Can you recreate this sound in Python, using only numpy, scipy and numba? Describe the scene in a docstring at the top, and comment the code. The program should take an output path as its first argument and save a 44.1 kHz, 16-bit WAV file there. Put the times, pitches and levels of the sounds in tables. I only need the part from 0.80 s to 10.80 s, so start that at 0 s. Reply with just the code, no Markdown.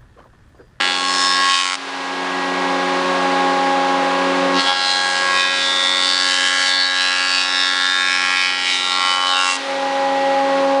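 """A wood planer whines in a workshop, its three spinning knives already rasping through a board.
The knives chop the air at the table's edges into a siren, over a motor hum and rushing air.
The board leaves after a second and is pushed across again from about 3.7 to 8.8 seconds.
Each knife strike cracks, makes the board ring at shifting pitches and tears off hissing chips.
A hand-held microphone moves about close by and turns the loudest moments down."""
import sys
import numpy as np
from scipy import signal
from scipy.fft import rfft, irfft
from scipy.io import wavfile
from scipy.ndimage import uniform_filter1d
from numba import njit

SR = 44100
rng = np.random.default_rng(int(sys.argv[2]) if len(sys.argv) > 2 else 0)


def master(y):
    """Save y as 16-bit WAV."""
    cut = np.clip(np.atleast_2d(y).T, -1, 1)
    pcm = np.round(cut * 32767)  # scale
    wavfile.write(sys.argv[1], SR, pcm.astype(np.int16))


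N = 441000

# One table for each push of the board. Each row: time in seconds, level of the cut in dB,
# extra level in dB for the cracks and chips.
BOARD_PASSES = [
    [(-.05, -6, -7), (.2, -14.5, 0.5), (.42, -15, 3), (.6, -10.5, -5.5), (.8, 0, -1), (.94, 0.5, -2),
     (.96, -7, 1)],
    [(3.74, -25, -40), (3.77, -18, -40), (3.795, -15.5, -8), (3.83, -23.5, -2), (3.9, -13, -9.5),
     (4.3, -17, -2.5), (4.65, -12, -9.5), (5.2, -7, -3), (5.45, -4.5, -5), (5.9, -2, -5), (6.2, -8, -7),
     (6.5, -5.5, -4), (6.85, -3, -7.5), (7.2, -4, -5.5), (7.6, -3.5, -9), (8, -9, -4.5), (8.3, -5, -5.5),
     (8.55, -6.5, -6.5), (8.6, -4.5, -1), (8.7, -3.5, 1), (8.75, -9.5, 4), (8.77, -13, 2)],
]


def undb(db):
    """Turn decibels into a number to multiply by."""
    return np.exp(np.asarray(db) * np.log(10) / 20)


def unit(x):
    """Scale a sound to an average (rms) level of 1."""
    return x / np.sqrt(np.mean(x ** 2))


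def curves(table):
    """Join rows that start with a time by straight lines: one curve for each other column."""
    seconds, *columns = np.transpose(table)
    return np.array([np.interp(np.arange(N) / SR, seconds, column) for column in columns])


def colour(x, points):
    """Shape a sound's bass and treble by (Hz, dB) points, then scale it to level 1."""
    hz, db = np.transpose(points)
    all_hz = np.maximum(np.arange(N // 2 + 1) * SR / N, 1)
    return unit(irfft(rfft(x) * undb(np.interp(np.log(all_hz), np.log(hz), db)), N))


def wander(per_second):
    """A smooth random curve that strays about 1 either side of zero."""
    hold = int(SR / per_second)
    steps = np.repeat(rng.standard_normal(N // hold + 1), hold)
    return 1.3 * uniform_filter1d(uniform_filter1d(steps, hold), hold)[:N]


def touch(board_pass):
    """1 while the board is on the knives, otherwise 0."""
    t = np.arange(N) / SR
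    return np.clip(np.minimum(t - board_pass[0][0], board_pass[-1][0] - t) / .0012, 0, 1)


@njit
def band_pass(x, hz, width_hz):
    """Let through only the sound near a pitch that may move (a state-variable filter)."""
    y, band, low = np.empty(len(x)), 0., 0.
    for i in range(len(x)):
        tuning, damping = np.tan(np.pi * hz[i] / SR), width_hz / hz[i]
        swing = (band + tuning * (x[i] - low)) / (1 + tuning * (tuning + damping))
        band, low = 2 * swing - band, low + 2 * tuning * swing
        y[i] = damping * swing
    return y


def ring(x, hz, width_hz):
    """Ring at one pitch: filter twice for steep sides, then scale to level 1."""
    return unit(band_pass(band_pass(x, hz, float(width_hz)), hz, float(width_hz)))


def siren(turns):
    """Three knives chop the air each turn, and the unbalanced shaft hums."""
    # The tones swell and fade as the microphone moves. 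Each row: time in seconds, then levels
    # in dB of the knife tone, its 2nd, 3rd and 4th harmonics, and the hum.
    siren_levels = [(0, -29, -34, -23, -18, -35), (.8, -25, -41, -35, -47, -37.5),
                    (1.17, -26.5, -33, -26, -26.5, -40.5), (1.5, -26.5, -32, -27.5, -26, -34),
                    (2.14, -26, -25, -22, -25, -31.5), (2.28, -28, -22.5, -38, -24, -31.5),
                    (2.45, -25, -25.5, -21, -23, -31), (2.92, -24.5, -23, -16.5, -24.5, -33),
                    (3.3, -25, -23, -19.5, -24.5, -33.5), (3.68, -22.5, -20.5, -30, -25.5, -31.5),
                    (3.78, -19, -27, -22, -21, -28.5), (3.82, -29, -30, -34, -22, -41),
                    (3.95, -32, -33, -22, -21.5, -40), (4.5, -32.5, -25, -46, -21.5, -37),
                    (6, -24.5, -25.5, -28, -15, -40), (8, -29.5, -46, -29, -21.5, -37.5),
                    (8.4, -31.5, -27.5, -23, -45, -43), (8.75, -27.5, -29, -30, -35, -65),
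                    (8.9, -26, -17, -19.5, -54, -40.5), (9.2, -25, -16.5, -13.5, -28, -41),
                    (9.5, -22, -13.5, -13, -53, -37), (9.62, -22.5, -15.5, -13, -26, -41),
                    (9.8, -21.5, -11.5, -18, -23, -37), (10, -17, -11, -12.5, -23, -42)]
    # Each row: time in seconds, levels in dB of the knife tone's 6th and 7th harmonics.
    whine_levels = [(0, -23.5, -49), (1.5, -27, -29.5), (2.3, -28.5, -35), (3.7, -29, -35),
                    (8.9, -30, -28.5), (9.5, -36, -26.5), (10, -28, -29.5)]
    *knife_db, hum_db = curves(siren_levels)
    tones = [*zip((3, 6, 9, 12), knife_db), (2, hum_db), (4, hum_db + 4.5)]
    tones += zip((18, 21), curves(whine_levels))
    return np.sqrt(2) * sum(undb(db + .96 * wander(25)) * np.cos(2 * np.pi * per_turn * turns)
                            for per_turn, db in tones)


def motor(turns):
    """The motor and its spinning shaft add faint tones that waver in level."""
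    # Shaft tones. Each row: vibrations per turn, relative level in dB.
    shaft_tones = [(5, -2), (8, 1), (10, 6.5), (11, 8), (13, 3), (15, -8), (16, -11.5), (24, 0), (30, -7)]
    # Motor tones. Each row: pitch in Hz, relative level in dB.
    motor_tones = [(160, -14), (403, -3), (511, 1.5)]
    t = np.arange(N) / SR
    shaft = sum(undb(db + 2.8 * wander(14)) * np.cos(2 * np.pi * (per_turn * turns + rng.random()))
                for per_turn, db in shaft_tones)
    hum = sum(undb(db + 4 * wander(8)) * np.cos(2 * np.pi * hz * t) for hz, db in motor_tones)
    return np.sqrt(2) * (shaft + hum)


def rushing_air(turns):
    """Swirling air throbs with the knives and hisses more while loose chips clear after a pass."""
    # The air's tone colour. Each row: frequency in Hz, relative level in dB.
    air_colour = [(65, -53), (110, -30), (167, -17), (365, -4.5), (459, -7.5), (544, -3.5), (610, -2),
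                  (812, 0), (1520, -3), (1670, -7.5), (1770, -5), (4090, -10.5), (10400, -33.5),
                  (13500, -76), (22000, -120)]
    clearing_db, clearing_s = 10.5, .28
    t = np.arange(N) / SR
    throb = 1 + .048 * np.cos(2 * np.pi * 3 * turns)
    air = colour(rng.standard_normal(N), air_colour) * throb * undb(18.5 + .1 * wander(7.4))
    dull = signal.sosfilt(signal.butter(1, 2000, fs=SR, output="sos"), air)
    ends = [board_pass[-1][0] for board_pass in BOARD_PASSES]
    clearing = sum((t > end) * np.exp(-np.abs(t - end) / clearing_s) for end in ends)
    return dull + undb(clearing_db * clearing) * (air - dull)


def knife_strikes(turns, knife_db, jitter_s=3e-6, scatter_db=.7):
    """One click as each knife meets the wood, a little uneven in time and size."""
    # The knives are unevenly spaced. Each entry: how late one knife strikes, in milliseconds.
    knife_late_ms = [0.088, 0, -0.034]
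    count = 3 * turns
    at = np.flatnonzero(np.diff(np.floor(count)))  # the sample just before each strike
    size_luck, time_luck = rng.standard_normal((N // 100, 2))[:len(at)].T
    strike = np.floor(count[at + 1])
    knife = strike.astype(int) % 3
    size = undb(knife_db[knife, at] + scatter_db * size_luck)
    late_s = np.array([ms + .012 * wander(.704) for ms in knife_late_ms]) / 1000
    place = at + (strike - count[at]) / (count[at + 1] - count[at])
    place = place + 20 + SR * (late_s[knife, at] + jitter_s * time_luck)
    # A click falls between samples, so it is shared among the 16 nearest.
    nearest = np.floor(place)[:, None].astype(int) + np.arange(-7, 9)
    gap = nearest - place[:, None]
    clicks = np.zeros(N + 64)
    np.add.at(clicks, nearest, size[:, None] * np.sinc(gap) * np.cos(np.pi * gap / 16) ** 2)
    return unit(clicks[:N])


def tearing_wood(clicks, puffs):
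    """Each strike cracks sharply, and the torn fibres hiss just after it."""
    # Tone colours of the crack and the chips. Each row: frequency in Hz, relative level in dB.
    crack_colour = [(300, -40), (700, -26), (1100, -22), (1700, -15), (3700, -11), (5400, -6), (6200, -3),
                    (8000, -4), (9400, -12), (10400, -26)]
    chip_colour = [(300, -51), (700, -35.5), (1200, -17), (2000, -19), (3700, -15), (5400, -15.5),
                   (6200, -16.5), (8500, -22.5), (10400, -32)]
    crack = undb(-6) * colour(clicks, crack_colour)
    chips = undb(-5 + 1.3 * wander(9)) * colour(puffs * rng.standard_normal(N), chip_colour)
    return crack + chips


def ringing_board(clicks, thumps, puffs):
    """The struck board rings at pitches that shift as the grip and overhang change."""
    # Lasting rings. Each row: pitch in Hz, filter width in Hz, relative level in dB.
    lasting_rings = [(943, 440, -16), (1420, 720, -5.5), (2000, 614, -5.5), (2987, 1320, -4),
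                     (3766, 320, -9), (4450, 860, -8), (5110, 400, -15)]
    # Brief rings. Each row: time of the peak in seconds, seconds to swell (and again to fade),
    # pitch in Hz, filter width in Hz, relative level in dB.
    brief_rings = [(0.05, 0.13, 1760, 550, -4.5), (0.09, 0.4, 2900, 600, -5), (0.13, 0.087, 4652, 108, -16),
                   (0.17, 0.36, 3410, 540, -2), (0.27, 0.2, 5150, 288, -15), (0.27, 0.44, 4290, 180, -3.5),
                   (0.28, 0.27, 1070, 107, 1), (0.43, 0.22, 5220, 292, -2.5), (0.46, 0.12, 1054, 108, -2),
                   (0.47, 0.18, 3550, 300, -2), (0.53, 0.66, 1677, 110, -5), (0.57, 0.45, 1906, 109, -10),
                   (0.69, 0.42, 1078, 110, -0.5), (0.78, 0.15, 3750, 293, -12), (0.79, 0.22, 2540, 182, -7),
                   (0.82, 0.22, 3030, 282, -6.5), (3.8, 0.025, 990, 620, -17), (3.8, 0.06, 3600, 110, -9),
                   (3.82, 0.12, 4300, 109.8, -5), (3.85, 0.08, 4100, 182, -20), (3.87, 0.11, 3250, 600, 2),
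                   (3.91, 0.057, 1030, 680, 5.5), (4.02, 0.15, 3270, 114.6, -7), (4.13, 0.39, 4080, 178, 2),
                   (4.16, 0.46, 850, 107, -4), (4.2, 0.19, 3270, 109, -2), (4.22, 0.22, 4400, 110, -17),
                   (4.23, 0.15, 1650, 111, -1), (4.41, 0.36, 4160, 111, -8), (4.41, 0.91, 1597, 111, -2),
                   (4.54, 0.38, 1073, 110, -2.5), (4.61, 0.37, 4270, 113.6, -28),
                   (4.62, 0.19, 1950, 110, -11), (4.66, 0.18, 3570, 250, -6), (4.63, 0.36, 2500, 177, -4),
                   (4.64, 0.031, 1650, 110, 2), (4.65, 0.16, 4300, 180, -23), (4.66, 0.25, 3070, 108, -9),
                   (4.86, 0.15, 1550, 109, -26), (4.88, 0.11, 4380, 180, -22),
                   (4.93, 0.077, 3640, 110, -16), (4.97, 0.092, 3300, 110, -27), (5.08, 0.64, 3500, 285, 3),
                   (5.17, 0.26, 4360, 110, -16), (5.36, 0.29, 4550, 476, -4.5), (5.39, 0.19, 1670, 110, -5),
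                   (5.41, 0.098, 5200, 180, -26), (5.85, 0.21, 5430, 180, -13.5),
                   (5.65, 0.31, 1680, 110, -5), (5.66, 0.29, 3070, 450, -14), (5.85, 0.2, 4460, 400, -12),
                   (5.87, 0.17, 1620, 110, -22), (5.98, 0.16, 3500, 298, 0), (6.0, 0.14, 4370, 287, 0),
                   (6.12, 0.18, 3800, 290, -3), (6.13, 0.1, 4400, 181, -19), (6.14, 0.61, 1672, 110, -1.5),
                   (6.28, 0.24, 4020, 110, -2.5), (6.33, 0.07, 5300, 400, -9), (6.4, 0.13, 2810, 290, -25),
                   (6.41, 0.22, 1600, 110, -17), (6.42, 0.14, 2220, 110, -9), (6.52, 0.19, 4550, 290, -6),
                   (6.57, 0.57, 2690, 470, -3), (6.75, 0.23, 5200, 292, -8.5),
                   (6.83, 0.44, 3710, 552, -6.5), (6.88, 0.48, 3350, 180, -8.5),
                   (6.92, 0.12, 4430, 186, -21), (7.12, 0.11, 4750, 447, -12), (7.36, 0.18, 5200, 450, -10),
                   (7.03, 0.11, 3950, 110, -17.5), (7.14, 0.37, 1434, 111, -9),
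                   (7.18, 0.55, 4000, 550, -5.5), (7.19, 0.23, 3700, 290, -7), (7.19, 1, 1710, 297, -1.5),
                   (7.57, 0.26, 1306, 290, -12), (7.58, 0.38, 1840, 470, -12), (7.59, 0.072, 3600, 180, -6),
                   (7.7, 0.32, 2980, 180, -21), (7.71, 1, 2300, 593, -1), (7.89, 0.12, 3700, 920, -26),
                   (7.96, 0.43, 2820, 450, -6.5), (8.02, 0.22, 3760, 298, -6),
                   (8.13, 0.062, 5100, 470, -20), (8.14, 0.32, 3620, 179, -5),
                   (8.15, 0.071, 4300, 180, -9.0), (8.2, 0.39, 1376, 110, -7), (8.22, 0.15, 3180, 180, -34),
                   (8.4, 0.82, 1114, 290, -1), (8.43, 0.34, 3000, 113, -5), (8.5, 0.078, 4200, 110, -10.5),
                   (8.55, 0.12, 820, 110, -5), (8.57, 0.16, 3720, 110, -9), (8.59, 0.14, 1393, 300, -6),
                   (8.59, 0.085, 2780, 110, -4.5), (8.63, 0.073, 5000, 400, -12),
                   (8.71, 0.1, 2750, 109, -6)]
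    pitch_drift, flicker_db, thump_below_hz = .015, 1.3, 2100
    t = np.arange(N) / SR
    grit = undb(-23) * unit(puffs * rng.standard_normal(N))
    blows = lambda hz: (thumps if hz < thump_below_hz else clicks) + grit
    board = np.zeros(N)
    for hz, width_hz, db in lasting_rings:
        level = undb(db + flicker_db * wander(6))
        board += level * ring(blows(hz), hz * (1 + pitch_drift * wander(2.92)), width_hz)
    waver = wander(10)
    for k, (peak_s, swell_s, hz, width_hz, db) in enumerate(brief_rings):
        a, b = np.clip([int((peak_s - swell_s) * SR), int((peak_s + swell_s) * SR)], 0, N)
        level = undb(db + flicker_db * np.roll(waver, 9973 * k)[a:b])  # each flickers its own way
        swell = np.cos(np.pi * (t[a:b] - peak_s) / (2 * swell_s)) ** 2
        board[a:b] += level * swell * ring(blows(hz)[a:b], np.full(b - a, float(hz)), width_hz)
    return board


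def chirp(x, lag_ms_per_khz=.08):
    """Smear each strike into a very short rising chirp, so it sounds less spiky."""
    khz = np.arange(N // 2 + 1) * SR / N / 1000
    return irfft(rfft(x) * np.exp(-1j * np.pi * lag_ms_per_khz * khz ** 2), N)


def cutting(turns):
    """While the board is pushed across, the knife strikes ring it and tear it."""
    # The knives stick out unevenly. Each row: time in seconds, then the strength of the first
    # and of the last knife in dB, compared with the middle one.
    knife_levels = [(0, -13, -9), (.75, 4, -30), (.88, -28, -31), (3.73, -20, -16), (3.8, 7.5, 2),
                    (3.86, 4, -3.5), (4.6, 6.5, -5.5), (5.2, -13.5, -5.5), (5.9, -3, -16), (6.2, 7.5, -32),
                    (7, -8, -13), (7.9, -12, 1.5), (8.3, -7.5, -29.5), (8.77, -12.5, -12)]
    first_db, last_db = curves(knife_levels)
    knife_db = np.array([first_db, np.zeros(N), last_db])
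    clicks = knife_strikes(turns, knife_db)
    thumps = knife_strikes(turns, .94 * knife_db)  # low rings feel the three knives more alike
    clicks *= undb(1.5 * wander(14))  # the strikes come in rough bursts
    fade_per_sample = np.exp(-1 / (.008 * SR))
    puffs = .075 + unit(signal.lfilter([1], [1, -fade_per_sample], np.abs(clicks)))
    tearing = tearing_wood(clicks, puffs)
    board = ringing_board(clicks, thumps, puffs)
    cut = np.zeros(N)
    for board_pass in BOARD_PASSES:
        cut_db, tear_db = curves(board_pass)
        cut += touch(board_pass) * undb(cut_db) * (board + undb(tear_db) * tearing)
    return chirp(cut)


def echo_tail(fade_s, gap_s):
    """The dense echoes of one click: silent until gap_s, and 60 dB weaker every fade_s."""
    t = np.arange(SR // 2) / SR
    tail = rng.standard_normal(len(t)) * undb(-60 * t / fade_s) * (t > gap_s)
    return tail / np.sqrt(np.sum(tail ** 2))


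def echoes(x, fade_s, gap_s):
    """Two sets of echoes blend slowly into each other as board and microphone move."""
    here, there = (signal.fftconvolve(x, echo_tail(fade_s, gap_s))[:N] for _ in range(2))
    blend = 2.5 * wander(.8)
    return np.cos(blend) * here + np.sin(blend) * there


def workshop(x):
    """The planer's table and guide fence return short echoes; the walls ring on."""
    table = undb(-18) * echoes(x, fade_s=.03, gap_s=.0005)
    walls = undb(-22) * echoes(x, fade_s=.5, gap_s=.008)
    return x + table + walls


def scene():
    """The running planer and two passes of the board, which slow the motor a little."""
    shaft_hz, slowing_hz, slowing_s = 91.37, .16, .15
    touching = sum(touch(board_pass) for board_pass in BOARD_PASSES)
    load = uniform_filter1d(touching, int(slowing_s * SR))
    turns = .45 + np.cumsum(shaft_hz - slowing_hz * load) / SR  # shaft turns so far
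    background = undb(-39 - touching)  # 1 dB quieter while the board covers the knives
    machine = siren(turns) + background * (motor(turns) + rushing_air(turns))
    return (machine + workshop(cutting(turns)))[None]


@njit
def follow(target, fall_s, rise_s):
    """A volume setting that drops to its target and climbs back, each at its own speed."""
    fall, rise = 1 / (fall_s * SR), 1 / (rise_s * SR)
    gain, now = np.empty(len(target)), target[:4000].mean()
    for i in range(len(target)):
        now += (target[i] - now) * (fall if target[i] < now else rise)
        gain[i] = now
    return gain


def record(dry):
    """The microphone turns loud sound down, rounds sharp peaks and cuts the bass and top treble."""
    limit_db, lowest_hz, highest_hz = -14, 151, 10350
    level = np.sqrt(uniform_filter1d(dry[0] ** 2, size=300))
    target = np.minimum(1, undb(limit_db) / level)
    even = dry * follow(target, fall_s=.004, rise_s=.82)
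    rounded = np.tanh(1.2 * even) / 1.2
    thin = signal.sosfilt(signal.butter(4, lowest_hz, "high", fs=SR, output="sos"), rounded)
    return signal.sosfilt(signal.ellip(10, .2, 80, highest_hz, fs=SR, output="sos"), thin)


dry = scene()
out = record(dry)
master(out)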